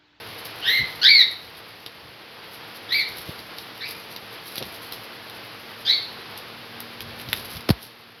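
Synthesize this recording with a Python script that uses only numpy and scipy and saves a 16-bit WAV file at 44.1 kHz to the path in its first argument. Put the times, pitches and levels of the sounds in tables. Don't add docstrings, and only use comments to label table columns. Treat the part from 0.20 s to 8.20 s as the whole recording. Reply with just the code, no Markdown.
import sys
import numpy as np
from scipy import signal
from scipy.fft import rfft, irfft
from scipy.io import wavfile
from scipy.ndimage import uniform_filter1d, minimum_filter1d

SR = 44100
rng = np.random.default_rng(int(sys.argv[2]) if len(sys.argv) > 2 else 0)


def to_wav(sig):
    pcm = np.clip(np.atleast_2d(sig), -1, 1) * 32767
    pcm = np.round(pcm).astype(np.int16)
    wavfile.write(sys.argv[1], SR, pcm.T)


N = 352800
T = np.arange(N) / SR

# (t/s, level/dB)
FAN_RIDE = [(0, -43.5), (3.5, -45), (7.25, -44.5), (8, -49.5)]
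# (f/Hz, relative level/dB)
FAN_AIR_EQ = [(18, -61), (30, 2), (80, -9.5), (109, 3.5), (141, -4), (233, -9), (283, -3), (438, -1.5),
              (468, -0.5), (582, -3.5), (678, -2.5), (3050, -5.5), (4720, -8.5), (5500, -19.5), (7150, -37),
              (12100, -120)]
FAN_HISS_EQ = [(3500, -32.5), (5000, 1.5), (6200, -0.5), (9000, -4), (12000, -6), (16000, -16.5)]
# (f/Hz, relative level/dB)
MOTOR_LINES = [(118.4, -69.5), (156.1, -63.5), (193.8, -60), (231.5, -63), (312.2, -61.5), (463.0, -56.5)]
# (t/s, level/dB)
LOW_HUM_RIDE = [(0, -69), (5.7, -61), (6.1, -54.5), (6.9, -49), (7.45, -52.5), (8, -58.5)]
# (middle t/s, width/s, rustle level/dB, stirred air level/dB)
BOUTS = [(.08, 0.14, -51.5, -62), (.9, 0.42, -49.5, -51), (3.02, 0.15, -46, -48), (3.8, 0.27, -56.5, -62),
         (4.52, 0.21, -46.5, -64), (5.5, 0.38, -56.5, -72), (7.15, 0.12, -51, -45)]
# (f/Hz, relative level/dB)
FEATHER_EQ = [(400, -1.5), (1500, -12), (4200, 4), (5600, 0), (9000, -0.5), (12000, -0.5), (16000, -15)]
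# (middle t/s, relative level/dB, width/s)
SWISHES = [(0.263, -33, 0.0075), (.73, -46.5, 0.0058), (2.335, -45, 0.022), (2.56, -44.5, 0.0095),
           (3.412, -41, 0.016), (3.71, -40.5, 0.023), (4.275, -37.5, 0.011), (4.325, -43, 0.011),
           (4.382, -27, 0.0035), (4.625, -39, 0.0052), (4.735, -36, 0.011), (6.18, -47, 0.013),
           (6.82, -39, 0.0058), (7.015, -43, 0.015), (7.16, -38.5, 0.027), (7.253, -34.5, .006),
           (7.34, -41, 0.031), (7.64, -40.5, 0.027)]
# (middle t/s, level/dB, width/s, cutoff f/Hz)
PUFFS = [(.62, -34, 0.017, 186), (1.85, -46, 0.042, 100), (3.094, -30.5, 0.0051, 420),
         (4.419, -31.5, 0.0091, 600), (4.455, -42, 0.022, 170), (6.88, -44, 0.064, 140),
         (7.088, -35, 0.0092, 220), (7.172, -38, 0.023, 280), (7.36, -38, .025, 139)]
# (t/s, level/dB, relative brightness/dB)
TICKS = [(0.2537, -28, -5), (1.662, -14, -30), (3.1914, -26, -7), (3.384, -19, -19), (3.9627, -19.5, -8),
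         (4.3566, -19, -3), (4.366, -23, -15), (4.3798, -13, -11), (4.426, -15.5, -20), (4.7228, -22, 1),
         (5.0977, -25, -3), (6.603, -28.5, 12), (6.8059, -16, -10), (6.998, -21, -8), (7.0876, -23, -16),
         (7.3684, -22.5, -18), (7.4074, -29, -1)]
# (f/Hz, relative level/dB)
TICK_EQ = [(300, -5), (1200, -12), (2500, -5.5), (4000, 1), (5500, -8), (9000, -18), (13000, -8),
           (16000, -22)]
# (t/s, rise/s, fall/s, first f/Hz, top f/Hz, last f/Hz, relative level/dB, attack/s, sag/dB,
# hoarseness at the top/0-1, warble depth/share of pitch, fundamental at the foot/dB, at the top/dB,
# upper harmonics/dB, sizzle/dB, throat tuning/ratio, room against direct sound/dB)
CALLS = [(.415, 0.12, 0.07, 1453, 2106, 1966, -16.5, .052, -3, 0.47, 0.032, -4.5, 6.5, -6.5, -22, 0.83, 8.5),
         (.813, 0.11, 0.11, 1430, 2265, 1793, -9.5, 0.044, 2, 0.13, 0.074, -1.5, 3, -12.5, -40, 1.032, -2),
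         (2.688, 0.085, .058, 1685, 2352, 1780, -18, 0.041, -3, 0.51, 0.037, 0, 6.5, -10, -24.5, 0.946, 0),
         (3.596, .07, .024, 1759, 2467, 2370, -29, 0.017, -5, 0.75, 0.037, 10, 4.5, -14, -42, 1.05, 6),
         (5.648, 0.092, .045, 1610, 2219, 2100, -13, 0.046, -15.5, .3, 0.042, -6, -5.5, -9, -46, 1.006, 4.5)]
# (f/Hz, relative level/dB)
THROAT_EQ = [(600, -49), (1300, -16), (2150, -4), (3000, -10.5), (3650, 7), (4700, -2), (5500, -10.5),
             (6700, -15.5), (9000, -30), (12000, -20), (16000, -61)]
SIZZLE_EQ = [(5000, -62), (9500, -15), (11300, 0.5), (12400, 2.5), (13600, -5), (16000, -11)]
# (t/s, level/dB, brightness/dB, ring time/s)
SNAP_HITS = [(7.1300, -0.5, -3, 0.0038), (7.1313, -7, -1, 0.014), (7.1337, -20, 2, 0.0071),
             (7.1388, -18, -4, 0.014)]
# (f/Hz, relative level/dB)
SNAP_EQ = [(100, -6), (600, -2.5), (1500, 2), (2700, 2.5), (3900, 7.5), (5000, -12), (9000, -3),
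           (12000, -6), (16000, -14)]
# (t/s, level/dB, brightness/dB, ring time/s)
SLAP_HITS = [(7.4885, -10, -6, 0.023), (7.4918, 0, -12, 0.0074), (7.4975, -18, 6, 0.077),
             (7.5028, -6, 3, 0.039)]
# (f/Hz, relative level/dB)
SLAP_EQ = [(100, 16), (400, 5.5), (900, 4), (2000, -3.5), (3200, -1), (4400, 2.5), (5800, -9),
           (11000, -10.5), (16000, -19)]
# (t/s, level/dB, first f/Hz, last f/Hz, ring time/s)
THUMPS = [(7.4923, -7.5, 390, 191, 0.048), (7.5046, -1.5, 288, 59.4, 0.058)]
# (f/Hz, level/dB)
PORT_EQ = [(25, -17.5), (60, -3), (5200, -0.5), (6100, -9), (7000, -22), (8000, -23.5), (8900, -20),
           (9900, -4), (11500, 3.5), (16000, -3.5)]

TOP_HZ = 16200
ONSET_DB, RELEASE_DB, RELEASE_S = -14, -9, 0.021
FOOT_HOARSE = 0.87


def undb(db):
    return 10 ** (np.asarray(db) / 20)


def unit(x):
    return x / np.sqrt(np.mean(x ** 2) + 1e-20)


def gain_at(eq, hz):
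    f, db = np.transpose(eq)
    return undb(np.interp(np.log(np.maximum(hz, 1)), np.log(f), db))


def ride(points):
    return np.interp(T, *np.transpose(points))


def colour(x, eq, size=4096):
    cepstrum = irfft(np.log(gain_at(eq, np.arange(size // 2 + 1) * SR / size)))
    cepstrum[1:size // 2] *= 2
    cepstrum[size // 2 + 1:] = 0
    return signal.oaconvolve(x, irfft(np.exp(rfft(cepstrum))))[:len(x)]


def cut(x, hz, kind, order=2):
    return signal.sosfilt(signal.butter(order, min(hz, .45 * SR), kind, fs=SR, output="sos"), x)


def noise():
    return rng.standard_normal(N)


def walk(rate):
    turns = noise()[:int(T[-1] * rate) + 2]
    return np.interp(T * rate, np.arange(len(turns)), turns)


def phase_of(hz):
    return 2 * np.pi * np.cumsum(hz) / SR


def swell(db, width):
    t = T[:SR * 3 // 10]
    return undb(db) * np.exp(-.5 * ((t - t.mean()) / width) ** 2)


def add(out, s, x, centred=False):
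    i = int(s * SR) - centred * (len(x) // 2)
    out[max(i, 0):i + len(x)] += x[max(-i, 0):N - i]


def fan(air_db=5.5, hiss_db=-8, hum_db=46, waver_db=0.5, drift_hz=0.72, flicker_db=0.83):
    air = unit(cut(colour(noise(), FAN_AIR_EQ), 59, "high")) * undb(air_db + flicker_db * walk(12))
    hiss = unit(colour(noise(), FAN_HISS_EQ)) * undb(hiss_db)
    hum = 0
    for hz, db in MOTOR_LINES:
        amplitude = np.sqrt(2) * undb(db + hum_db + waver_db * walk(3.5))
        hum += amplitude * np.sin(phase_of(hz + drift_hz * walk(6)))
    return (air + hiss + hum) * undb(ride(FAN_RIDE))


def low_hum(hz=117.0, lower_db=-4, waver_db=2.0):
    phase = phase_of(hz + 0.53 * walk(6.6))
    lines = undb(lower_db) * np.sin(phase) + np.sin(2 * phase)
    return np.sqrt(2) * lines * undb(ride(LOW_HUM_RIDE) + waver_db * walk(4.1))


def struggle(rest_db=-58.5):
    rustle, air = undb(rest_db), 0
    for s, width, rustle_db, air_db in BOUTS:
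        bell = np.exp(-.5 * ((T - s) / width) ** 2)
        rustle = rustle + undb(rustle_db) * bell
        air = air + undb(air_db) * bell
    return rustle, air


def wing_beats(beat_hz=10.0, unevenness=0.244, depth_db=4.5):
    phase = phase_of(beat_hz * (1 + unevenness * walk(7.2)))
    return undb(depth_db * np.cos(phase))


def feathers(rustle, grain_db=4, ruffle_db=-2, swish_db=-1):
    flicks_db = 3.5 * walk(260)
    barbs = unit(colour(noise() * undb(grain_db * walk(1500) + flicks_db), FEATHER_EQ))
    rubbing = rustle * undb(ruffle_db + 2.5 * walk(45))
    for s, db, width in SWISHES:
        add(rubbing, s, swell(db + swish_db, width), centred=True)
    return barbs * rubbing


def puffs(stirred, stirred_db=-2, cutoff_hz=135):
    rumble = unit(cut(cut(noise(), 45, "high"), cutoff_hz, "low", order=3))
    out = rumble * stirred * undb(stirred_db)
    for s, db, width, hz in PUFFS:
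        shape = swell(db, width)
        air = cut(cut(rng.standard_normal(len(shape)), 55, "high"), hz, "low", order=3)
        add(out, s, unit(air) * shape, centred=True)
    return out


def cracks(hits, eq, grit=0.76):
    out, t = np.zeros(N), T[:SR // 8]
    for s, db, bright_db, t60 in hits:
        hiss, grains = rng.standard_normal((2, len(t)))
        burst = colour(hiss * np.exp(grit * grains) * undb(-60 * t / t60), eq)
        body = cut(burst, 10200, "low", order=4)
        edge = cut(burst, 7100, "high", order=4)
        add(out, s, undb(db) * (body + undb(bright_db) * edge) / np.abs(body).max())
    return out


def ticks(rustle, ring_s=0.017, bright_db=4, faint_db=12, scatter_db=3, faint_bright_db=-4, count=36):
    hits = [(s, db, treble_db + bright_db, ring_s) for s, db, treble_db in TICKS]
    for i in rng.integers(0, N, count):
        db = 20 * np.log10(rustle[i]) + faint_db + scatter_db * rng.standard_normal()
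        hits.append((T[i], db, faint_bright_db, ring_s))
    return cracks(hits, TICK_EQ)


def arch(t, rise_s, fall_s, first_hz, top_hz, last_hz, rise_power=1.6, drop_power=1.5):
    climb = np.sin(np.pi / 2 * np.clip(t / rise_s, 0, 1)) ** rise_power
    drop = np.clip((t - rise_s) / fall_s, 0, 1) ** drop_power
    return first_hz + (top_hz - first_hz) * climb - (top_hz - last_hz) * drop


def call(start, rise_s, fall_s, first_hz, top_hz, last_hz, level_db, attack_s, sag_db, top_hoarse,
         warble_depth, foot_fundamental_db, top_fundamental_db, upper_db, sizzle_db, throat_ratio,
         warble_hz=54, flutter_db=4.0, harsh_db=9, fifth_db=-12, hiss_db=1.5, edge_s=.005, count=10):
    end = start + rise_s + fall_s
    on = (T > start) & (T < end + edge_s)
    t = T[on]
    pitch = arch(t - start, rise_s, fall_s, first_hz, top_hz, last_hz)
    foot = np.clip((top_hz - pitch) / (top_hz - first_hz), 0, 1)
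    hoarse = top_hoarse + (FOOT_HOARSE - top_hoarse) * foot
    db = level_db + np.interp(t, [start, start + attack_s, end - RELEASE_S, end],
                              [ONSET_DB, 0, sag_db, sag_db + RELEASE_DB])
    shake, flutter, air = rng.standard_normal((3, len(t)))
    jitter = (.005 + .036 * hoarse) * unit(cut(shake, 262, "low"))
    flutter = unit(cut(flutter, 180, "low"))
    warble = warble_depth * np.sqrt(np.sin(np.pi * np.clip((t - start) / rise_s, 0, 1)))
    pitch = pitch * (1 + warble * np.sin(2 * np.pi * warble_hz * (t - start)) + jitter)
    phase = phase_of(pitch)
    k = np.arange(1, count + 1)[:, None]
    harmonics = np.sin(k * phase) * (k * pitch < TOP_HZ)
    fundamental_db = top_fundamental_db + (foot_fundamental_db - top_fundamental_db) * foot
    balance_db = fundamental_db * (k == 1) + (upper_db + harsh_db * hoarse) * (k > 2) + fifth_db * (k > 4)
    throat = [(hz * throat_ratio, peak_db) for hz, peak_db in THROAT_EQ]
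    gains = gain_at(throat, k * pitch) * undb(balance_db)
    tone = (gains * harmonics).sum(0) / np.sqrt((gains ** 2).sum(0) / 2)
    breath = air * (1 + np.cos(phase))
    rasp = .36 * hoarse * unit(colour(breath, throat))
    beam = unit((gain_at(SIZZLE_EQ, k * pitch) * harmonics).sum(0))
    beam += undb(hiss_db) * unit(colour(breath, SIZZLE_EQ))
    sizzle = undb(sizzle_db + db - db.max()) * unit((1 - foot) * beam)
    fade = np.clip(np.minimum(t - start, end + edge_s - t) / edge_s, 0, 1)
    out = np.zeros(N)
    out[on] = (tone + rasp + sizzle) * fade * undb(db + flutter_db * hoarse * flutter)
    return out


def voice(level_db=-1):
    direct, send = 0, 0
    for *gesture, room_db in CALLS:
        near = call(*gesture) / np.hypot(1, undb(room_db))
        direct += near
        send += near * undb(room_db)
    return undb(level_db) * (direct + room(send))


def thumps(settle_s=0.0041):
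    out, t = np.zeros(N), T[:SR // 5]
    for s, db, first_hz, last_hz, t60 in THUMPS:
        hz = last_hz + (first_hz - last_hz) * np.exp(-t / settle_s)
        add(out, s, -np.sin(phase_of(hz)) * undb(db - 60 * t / t60))
    return out


def room(x, t60=0.46, treble_t60=0.29, predelay_s=0.00235, early_db=6.0, early_s=0.018):
    t = T[:SR * 3 // 4]
    hiss, sparse = rng.standard_normal((2, len(t)))
    tail = cut(hiss, 7200, "low") * undb(-60 * t / t60)
    tail += cut(hiss, 8200, "high") * undb(-60 * t / treble_t60)
    taps = unit(sparse ** 5)
    early = taps * undb(early_db) * np.exp(-t / early_s)
    response = (tail + early) * (t > predelay_s)
    return signal.oaconvolve(x, response / np.linalg.norm(response))[:N]


def gain_control(x, threshold_db=-18, depth_db=4.0, hold_s=1.095, slew_s=0.32):
    power = uniform_filter1d(cut(x, 3000, "low") ** 2, SR // 40)
    over_db = 10 * np.log10(np.abs(power) + 1e-12) - threshold_db
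    wanted_db = -np.clip(2 * over_db, 0, depth_db)
    hold, slew = int(hold_s * SR), int(slew_s * SR)
    held_db = minimum_filter1d(wanted_db, hold, origin=(hold - 1) // 2, mode="constant")
    return x * undb(uniform_filter1d(held_db, slew, origin=(slew - 1) // 2, mode="constant"))


def scene(handling_room_db=-6, snap_room_db=-14, slap_room_db=-21):
    rustle, air = struggle()
    beats = wing_beats()
    handling = ticks(rustle) + feathers(rustle * beats)
    snap = cracks(SNAP_HITS, SNAP_EQ)
    slaps = cracks(SLAP_HITS, SLAP_EQ)
    send = undb(handling_room_db) * handling + undb(snap_room_db) * snap + undb(slap_room_db) * slaps
    foley = handling + snap + slaps + room(send)
    return (voice() + foley + thumps() + puffs(air * beats) + fan() + low_hum())[None]


def record(dry, ceiling=0.78, low_cut_hz=29, window=129):
    x = gain_control(cut(colour(dry[0], PORT_EQ), low_cut_hz, "high"))
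    wanted_gain = ceiling / np.maximum(np.abs(x), ceiling)
    limited = x * uniform_filter1d(minimum_filter1d(wanted_gain, window), window)
    top_cut = signal.ellip(10, .2, 80, TOP_HZ, fs=SR, output="sos")
    return signal.sosfilt(top_cut, limited)[None]


dry = scene()
out = record(dry)
to_wav(out)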